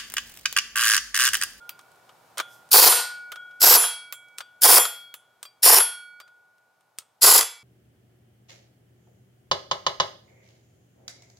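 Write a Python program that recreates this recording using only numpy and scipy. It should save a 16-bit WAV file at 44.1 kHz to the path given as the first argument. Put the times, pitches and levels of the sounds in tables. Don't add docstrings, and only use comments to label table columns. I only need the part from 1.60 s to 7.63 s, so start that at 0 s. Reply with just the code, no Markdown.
import sys
import numpy as np
from scipy import signal
from scipy.fft import rfft, irfft, next_fast_len
from scipy.io import wavfile
from scipy.ndimage import uniform_filter1d

SR = 44100
rng = np.random.default_rng(int(sys.argv[2]) if len(sys.argv) > 2 else 0)


def waveform_to_disk(signal):
    frames = np.transpose(np.atleast_2d(signal))
    scaled = np.clip(frames, -1, 1) * 32767
    samples = np.round(scaled).astype(np.int16)
    wavfile.write(sys.argv[1], SR, samples)


N = 265954
TIME = np.arange(N) / SR

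# air on in seconds, hiss level in dB.
HAMMER_CYCLES = [
    [(1.118, -12), (1.131, 7), (1.172, 11), (1.21, 7.5), (1.254, 2.5)],
    [(2.008, -21.5), (2.017, -13), (2.029, -8.5), (2.058, -9), (2.098, -2.4), (2.139, 0.5)],
    [(3.02, -16), (3.035, -3.5), (3.075, -8.5), (3.116, -6.5), (3.158, -7)],
    [(4.032, -11), (4.051, -7.5), (4.087, -4.5), (4.112, -9), (4.157, -12)],
    [(5.62, -12.5), (5.631, -7.5), (5.66, -9), (5.7, -10.5), (5.736, -10.5), (5.776, -12)],
]
# frequency in Hz, relative dB.
EXHAUST_COLOURS = [
    [(880, -41), (1500, -6.5), (1780, -31), (2270, -19.5), (2490, -8), (2690, -11), (3590, -7.5),
     (4550, 2.5), (6430, -5.5), (7030, -2.5), (8000, -6.5), (9370, 0), (13500, 1), (15200, 2.5),
     (16000, -13)],
    [(880, -50.5), (1500, -5.5), (1830, -22), (2100, -14.5), (2340, -24.5), (2540, -14), (2800, -14),
     (3730, -12), (5170, -2), (6500, -9.5), (7610, -6), (10000, -12), (11700, 3), (14600, -9),
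     (16000, -9.5)],
    [(880, -76), (1500, -5.5), (1740, -18.5), (2880, -16.5), (3220, -7.5), (4080, -12.5), (5020, -1),
     (6310, -10), (7460, -5.5), (8660, -7.5), (9280, -0.5), (10100, 1.5), (11200, -5), (14600, -1),
     (16000, -7.5)],
    [(880, -33), (1500, -16.5), (2000, -11), (2250, -21), (2560, -12.5), (3770, -13.5), (5540, -1),
     (6310, -16), (7100, -5.5), (8000, -13), (9010, -3), (11800, 1), (12600, -5.5), (15100, -6.5),
     (16000, -25.5)],
    [(880, -33), (1500, -12.5), (1810, -27), (1980, -12), (2210, -32), (2590, -17), (3730, -12),
     (5120, -3.5), (6000, -12), (7390, -4), (9010, -15), (11100, 2), (12200, -10.5), (13700, -4.5),
     (16000, -21)],
]
# frequency in Hz, relative dB.
CHUG_COLOUR = [(15, -75), (25, -46), (80, -43), (189, -32.5), (325, -14.5), (418, -4), (498, -2),
               (605, -12), (680, -2.5), (893, -2.5), (984, -1), (1320, -8), (1760, -12.5), (1980, -10.5),
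               (2270, -14.5), (2600, -13), (3380, -40), (5720, -120)]
MOTOR_DB = [-9.5, -11, -9.5, -10, -10.5]
# frequency in Hz, side against mid in dB.
TOOL_WIDTH = [(60, -19.5), (130, -15), (290, -8.5), (640, -6.5), (1410, -3), (3100, -7), (6820, -11),
              (15000, -21)]
VANES_PER_S, TURNS_PER_S = 350, 100
STALL_S, SPIN_UP_STALL_S = 0.0088, 0.0046
SPIN_UP_CHUG_DB = -6

# trigger release in seconds, ring level in dB,
# brightness in dB per octave, place round the wheel in degrees.
LAST_BLOWS = [(1.284, -8, 1.46, 47), (2.165, -19.5, 3.5, 148), (3.185, -19, 3.4, 75.7),
              (4.187, 2, -5.5, 112.3), (5.794, -18.5, -2.5, 276)]
# start in seconds,
# ring level in dB, brightness in dB per octave, place round the wheel in degrees.
WHEEL_TOUCHES = [(0.0, -27, -9.5, 256), (0.095, -35.5, -5.5, 332), (0.802, -22, -10.5, 354),
                 (1.722, -19, -12, 320), (1.759, -20, -8, 320), (2.525, -19.5, -7, 32.8),
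                 (2.789, -29.0, -1.5, 44), (3.543, -23, -7, 112), (3.839, -39.4, -3.5, 35),
                 (4.603, -30.5, -8.2, 45), (5.388, -54, 6, 44)]
WHEEL_HZ = [1417, 1454, 2283, 3296, 3298.3, 3424, 4376, 4560, 6175, 6827, 7194, 7450, 8573, 8601, 10251,
            10426, 10460, 10611, 11066, 11083, 11900, 12063, 12777, 13464]
WHEEL_LOBES = [4, 4, 6, 5, 5, 5, 5, 3, 1, 6, 4, 1, 4, 3, 1, 2, 3, 4, 4, 5, 2, 2, 2, 1]
# relative dB, seconds to fade 60 dB, phase of the pattern in degrees.
WHEEL_MODES = [(-25.5, .82, 276), (-29.5, 1.9, 215), (-40.5, 3.9, 180), (-16.5, 0.66, 63), (-23, 0.6, 45),
               (-20, 0.41, 320), (-30, .77, 100), (-36.5, 0.63, 95), (-14, 0.27, 310), (-39.5, .5, 250),
               (-13, .3, 247), (-13, .34, 304), (-16.5, .36, 160), (-26, .36, 140), (-6, .34, 180),
               (-0.5, .2, 12), (-10.5, .23, 79), (-13, .25, 132), (-6.5, .27, 97), (-6.5, .27, 298),
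               (-19.5, 0.32, 130), (-6, .23, 40), (-7.5, 0.23, 356), (-9.5, .17, 284)]
LOBE_DB, TOUCH_TOP_HZ = 12, 4000

# start in seconds, then click, thud and ring in relative dB.
RINGING_SOCKET_TAPS = [(.8, -26, -11.5, -63), (1.719, -28.5, -25.5, -60), (1.758, -49, -31.5, -75),
                       (2.525, -15.5, -29, -46.5), (3.541, -22, -34.5, -54)]
# frequency in Hz, relative dB.
SNAP_COLOUR = [(120, -60), (400, -26.5), (1500, -12.5), (2500, 3.5), (5000, -4), (9000, -9.5), (12000, 1.5),
               (16000, 1.5)]
# pitch in Hz, relative dB, seconds to fade 60 dB.
SOCKET_MODES = [(3400, -5, .15), (6175, -9, .2), (7300, 0.5, .2), (8380, -2, 0.21), (10426, 3.5, 0.19),
                (11070, -1.5, 0.29), (12900, -0.5, .14)]
# start in seconds, then click, thud and ring in relative dB.
BOLT_CLINKS = [(.093, -17.5, -34, -47), (2.805, -42, -23.5, -48), (3.852, -34, -37, -41),
               (4.601, -40, -34.5, -48.5)]
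# pitch in Hz, relative dB, seconds to fade 60 dB.
CLINK_MODES = [(2420, -10, .12), (3310, -8, 0.11), (4676, -1, 0.2), (5150, -10, 0.099), (7500, -7, .07),
               (8450, -4, .06), (9900, -12, .12), (12000, -8.5, .05), (13600, -9.5, 0.0807)]
# start in seconds, then click, thud and ring in relative dB.
COASTING_KNOCKS = [(1.322, -13, -4, -50.5), (2.239, -27.5, -12.5, -52), (3.253, -17, -16, -67),
                   (4.203, -22, -11.5, -27), (5.81, -7, -16.5, -25), (5.829, -15, -22.5, -48)]
# frequency in Hz, relative dB.
KNOCK_COLOUR = [(150, -64), (500, -27.5), (1500, -11), (3000, -5), (6000, 1), (10000, -3), (16000, -18.5)]
# start in seconds, then click and thud in relative dB.
SOCKET_LANDINGS = [(.192, -40.5, -38), (.212, -48, -74), (.317, -48, -70), (.358, -52, -70),
                   (.492, -68, -42.5), (.773, -35, -27), (.781, -15.5, -21.5), (.79, -35, -15.5),
                   (1.09, -43.5, -64), (1.911, -57.5, -49), (2.685, -51.5, -66.5), (2.779, -40.5, -54),
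                   (2.784, -20, -30), (3.829, -22, -37), (4.612, -59, -41.5), (4.678, -61, -47.5),
                   (4.982, -59, -67.5), (5.208, -56, -58), (5.379, -56, -54), (5.386, -19, -37),
                   (5.405, -54.5, -47), (5.42, -60, -49)]
# frequency in Hz, relative dB.
LANDING_COLOUR = [(120, -60.5), (400, -27.5), (1500, -11.5), (2500, -4), (5000, 1), (7500, -0.5), (9000, 6),
                  (11000, -8), (16000, -5)]

# frequency in Hz, seconds to fade 60 dB.
ECHO_T60 = [(100, 0.14), (500, 0.34), (2000, 0.4), (5000, 0.4), (9000, 0.27), (12000, 0.27), (14000, .15),
            (16000, 0.07)]
# frequency in Hz, relative dB.
ECHO_COLOUR = [(300, -4), (1500, 1), (3000, 4.5), (5000, -3.5), (8000, 2.5), (13000, -2.5)]
# frequency in Hz, side against mid in dB.
ECHO_WIDTH = [(60, -27.5), (180, -23), (550, -40), (1650, -11), (4970, -12), (15000, -17)]
AIR_ECHO_DB, TAP_ECHO_DB, RING_ECHO_DB = -11.5, -25, -24

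# time in seconds, level in dB.
LEAK_FADE = [(.85, -78), (.9, -60), (.94, -55.5), (.99, -65), (1.05, -80)]
# frequency in Hz, relative dB.
LEAK_COLOUR = [(1760, -42), (3000, -28.5), (3360, -0.5), (3620, -22.5), (4110, -16), (5110, -5),
               (11400, -8), (12500, -1), (16000, -19.5)]
# time in seconds, level in dB.
SHOP_FADE = [(0, -59), (1, -57), (2, -63), (3, -65.5), (4, -67), (5, -69.5), (6.03, -68.5)]
# frequency in Hz, relative dB.
SHOP_COLOUR = [(12, -56.5), (20, -26.5), (53, -24.5), (123, -9), (262, -15.5), (607, -6.5), (759, -7),
               (825, -5.5), (949, -6.5), (1330, -11), (1440, -6.5), (1570, -14.5), (2140, -20),
               (13500, -27.5), (16000, -29.5)]
# frequency in Hz, side against mid in dB.
SHOP_WIDTH = [(60, -15), (180, -7.5), (550, -6), (1650, -6.5), (4970, -3), (15000, -12.5)]
# pitch in Hz, peak level in dB against the background noise.
SHOP_HUM = [(118.4, -17), (764.4, -7.5)]


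def tool_burst(start, cycles, let_go, motor_db, colour):
    t = start + np.arange(int(.38 * SR)) / SR
    vanes = pulses(t, VANES_PER_S, jitter=.25, spread_db=3.5)
    turns = pulses(t, TURNS_PER_S, jitter=.17, spread_db=3.5)
    vane_puffs = signal.lfilter([1], [1, -.985], vanes)
    turn_puffs = signal.lfilter([1], [1, -.993], turns)
    flutter = 1 + .5 * vane_puffs + .54 * turn_puffs
    hiss = rms_one(flutter * coloured(rng.standard_normal((2, len(t))), colour, TOOL_WIDTH))
    noise = rng.standard_normal((2, len(t)))
    buzz_mid = vanes - uniform_filter1d(vanes, size=400)
    buzz_side = .5 * np.roll(vanes, 30) * np.sign(noise[1])
    chug = coloured(.14 * noise + [buzz_mid, buzz_side], CHUG_COLOUR, TOOL_WIDTH)
    on, hiss_db = np.transpose(cycles)
    first = on == on[0]
    off = np.append(on[1:], let_go + STALL_S) - np.where(first, SPIN_UP_STALL_S, STALL_S)
    spans = list(zip(on, off))
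    chug_db = hiss_db + motor_db + SPIN_UP_CHUG_DB * first
    hiss_gate = air_gate(t, spans, hiss_db, gap_db=-4, lag=0, rise=.0013, fall=.002, coast=.028)
    chug_gate = air_gate(t, spans, chug_db, gap_db=-13, lag=.011, rise=.0042, fall=.01, coast=.11)
    return hiss * hiss_gate + chug * chug_gate


def pulses(t, per_s, jitter, spread_db):
    timing, strength = rng.standard_normal((150, 2)).T
    at = ((np.arange(len(timing)) + jitter * timing) * SR / per_s).astype(int)
    inside = (at >= 0) & (at < len(t))
    train = np.zeros(len(t))
    train[at[inside]] = from_db(spread_db * strength[inside])
    return train


def air_gate(t, spans, level_db, gap_db, lag, rise, fall, coast):
    points = [(spans[0][0] - .01, level_db[0] - 33.5)]
    for (on, off), db in zip(spans, level_db):
        points += [(on + lag - rise, db + gap_db), (on + lag, db), (off, db), (off + fall, db + gap_db)]
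    run_down = [(off + fall, db - 7.5), (off + fall + coast, db - 50)]
    return fade(t, sorted(points[:-1] + run_down))


def flywheel():
    out = np.zeros((2, N))
    blows = [(*row, SR / 2) for row in LAST_BLOWS]
    touches = [(*row, TOUCH_TOP_HZ) for row in WHEEL_TOUCHES]
    strikes = sorted(blows + touches)
    stops = [row[0] for row in strikes[1:]] + [N / SR]
    for (start, db, tilt_db, place, top_hz), stop in zip(strikes, stops):
        for hz, lobes, (mode_db, t60, phase) in zip(WHEEL_HZ, WHEEL_LOBES, WHEEL_MODES):
            bright_db = tilt_db * np.log2(hz / WHEEL_HZ[0])
            place_db = LOBE_DB * np.cos(np.radians(lobes * place - phase))
            level_db = db + mode_db + bright_db + place_db
            if hz < top_hz:
                add(out, start, ringing_mode(hz, level_db, t60, until=stop - start, swell=.017))
    return out


def ringing_mode(hz, level_db, t60, until=3.0, swell=.0049):
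    t = np.arange(int(min(1.2 * t60, until + .0072) * SR)) / SR
    phase, lag = rng.uniform(0, 2 * np.pi, 2)
    decay = from_db(level_db - 60 * t / t60)
    gate = np.clip(np.minimum(t / swell, (until + .0059 - t) / .012), 0, 1)
    return decay * gate * np.sin(2 * np.pi * hz * t + [[phase], [phase + lag]]) * [[1], [.25]]


def metal_taps():
    out = np.zeros((2, N))
    t = np.arange(SR // 12) / SR
    snap = from_db(-60 * t / .012) + .24 * from_db(-60 * t / .081)
    kinds = [(RINGING_SOCKET_TAPS, SNAP_COLOUR, SOCKET_MODES), (BOLT_CLINKS, SNAP_COLOUR, CLINK_MODES),
             (COASTING_KNOCKS, KNOCK_COLOUR, CLINK_MODES), (SOCKET_LANDINGS, LANDING_COLOUR, [])]
    for hits, colour, modes in kinds:
        for start, click_db, thud_db, *ring_db in hits:
            click = .5 * snap * coloured(rng.standard_normal((2, len(t))), colour, TOOL_WIDTH)
            add(out, start, from_db(click_db) * click + from_db(thud_db) * body_thud(t))
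            for hz, mode_db, t60 in modes:
                add(out, start, ringing_mode(hz, ring_db[0] + mode_db + rng.normal(0, 3), t60))
    return out


def body_thud(t):
    knock = rng.standard_normal((2, len(t))) * from_db(-60 * t / .05) * [[1], [.4]]
    body = (2.1 * resonate(knock, 1280, 270) + .5 * resonate(knock, 620, 250)
            + .29 * resonate(knock, 2000, 1000) + .62 * resonate(knock, 3100, 530))
    thud = signal.sosfilt(signal.butter(2, 400, "high", fs=SR, output="sos"), body)
    return thud / np.abs(thud).max()


def echo(send):
    t = np.arange(SR) / SR
    white = rng.standard_normal((2, 2, len(t)))
    tail = np.zeros((2, len(t)))
    for k, hz in enumerate(60 * 2 ** np.arange(0, 8.2, 1 / 3)):
        bandpass = signal.butter(2, [hz / 1.12, hz * 1.12], "band", fs=SR, output="sos")
        decay = from_db(at_hz(ECHO_COLOUR, hz) - 60 * t / at_hz(ECHO_T60, hz))
        spread = from_db([[0], [at_hz(ECHO_WIDTH, hz)]])
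        tail += signal.sosfilt(bandpass, white[k % 2]) * decay * spread
    tail *= np.clip(t / .013, 0, 1)
    tail /= np.sqrt(np.sum(tail[0] ** 2))
    return signal.fftconvolve(send[None], tail, axes=1)[:, :N]


def air_leak():
    return coloured(rng.standard_normal((2, N)), LEAK_COLOUR, TOOL_WIDTH) * fade(TIME, LEAK_FADE)


def shop_background():
    bed = coloured(rng.standard_normal((2, N)), SHOP_COLOUR, SHOP_WIDTH)
    bed[0] += sum(from_db(db) * np.sin(2 * np.pi * hz * TIME) for hz, db in SHOP_HUM)
    return bed * from_db(np.interp(TIME, *np.transpose(SHOP_FADE)))


def from_db(db):
    return 10 ** (np.asarray(db) / 20)


def fade(t, points):
    return from_db(np.interp(t, *np.transpose(points), left=-140, right=-140))


def rms_one(x):
    return x / np.sqrt(np.mean(x[0] ** 2) + 1e-20)


def at_hz(points, hz):
    freqs, values = np.transpose(points)
    return np.interp(np.log(np.maximum(hz, 1)), np.log(np.maximum(freqs, 1)), values)


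def coloured(x, colour, width):
    size = next_fast_len(x.shape[1])
    hz = np.arange(size // 2 + 1) * SR / size
    mid_db = at_hz(colour, hz)
    gain = from_db([mid_db, mid_db + at_hz(width, hz)])
    return rms_one(irfft(rfft(x, size) * gain, size)[:, :x.shape[1]])


def resonate(x, hz, width_hz):
    r = np.exp(-np.pi * width_hz / SR)
    gain = (1 - r * r) / 2
    return signal.lfilter([gain, 0, -gain], [1, -2 * r * np.cos(2 * np.pi * hz / SR), r * r], x + 1e-18)


def add(out, start, sound):
    i = round(start * SR)
    out[:, i:i + sound.shape[1]] += sound[:, :N - i]


def scene():
    taps, ring = metal_taps(), flywheel()
    air = np.zeros((2, N))
    bursts = zip(HAMMER_CYCLES, EXHAUST_COLOURS, LAST_BLOWS, MOTOR_DB)
    for cycles, colour, (let_go, *_), motor_db in bursts:
        start = cycles[0][0] - .02
        add(air, start, tool_burst(start, cycles, let_go, motor_db, colour))
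    send = from_db(AIR_ECHO_DB) * air + from_db(TAP_ECHO_DB) * taps + from_db(RING_ECHO_DB) * ring
    mid, side = air + taps + ring + echo(send[0]) + shop_background() + air_leak()
    return np.array([mid + side, mid - side])


def record(dry):
    threshold_db, release_db_per_s = -8, 110
    level_db = 10 * np.log10(uniform_filter1d(np.mean(dry ** 2, axis=0), size=400) + 1e-12)
    over_db = np.maximum(level_db - threshold_db, 0)
    release = release_db_per_s * TIME
    duck_db = np.maximum.accumulate(over_db + release) - release
    ducked = dry * from_db(-uniform_filter1d(duck_db, size=300))
    rounded = .86 * ducked / (1 + ducked ** 6) ** (1 / 6)
    low_cut = signal.butter(2, 60, "high", fs=SR, output="sos")
    high_cut = signal.cheby2(14, 70, 16700, fs=SR, output="sos")
    return signal.sosfilt(high_cut, signal.sosfilt(low_cut, rounded))


dry = scene()
out = record(dry)
waveform_to_disk(out)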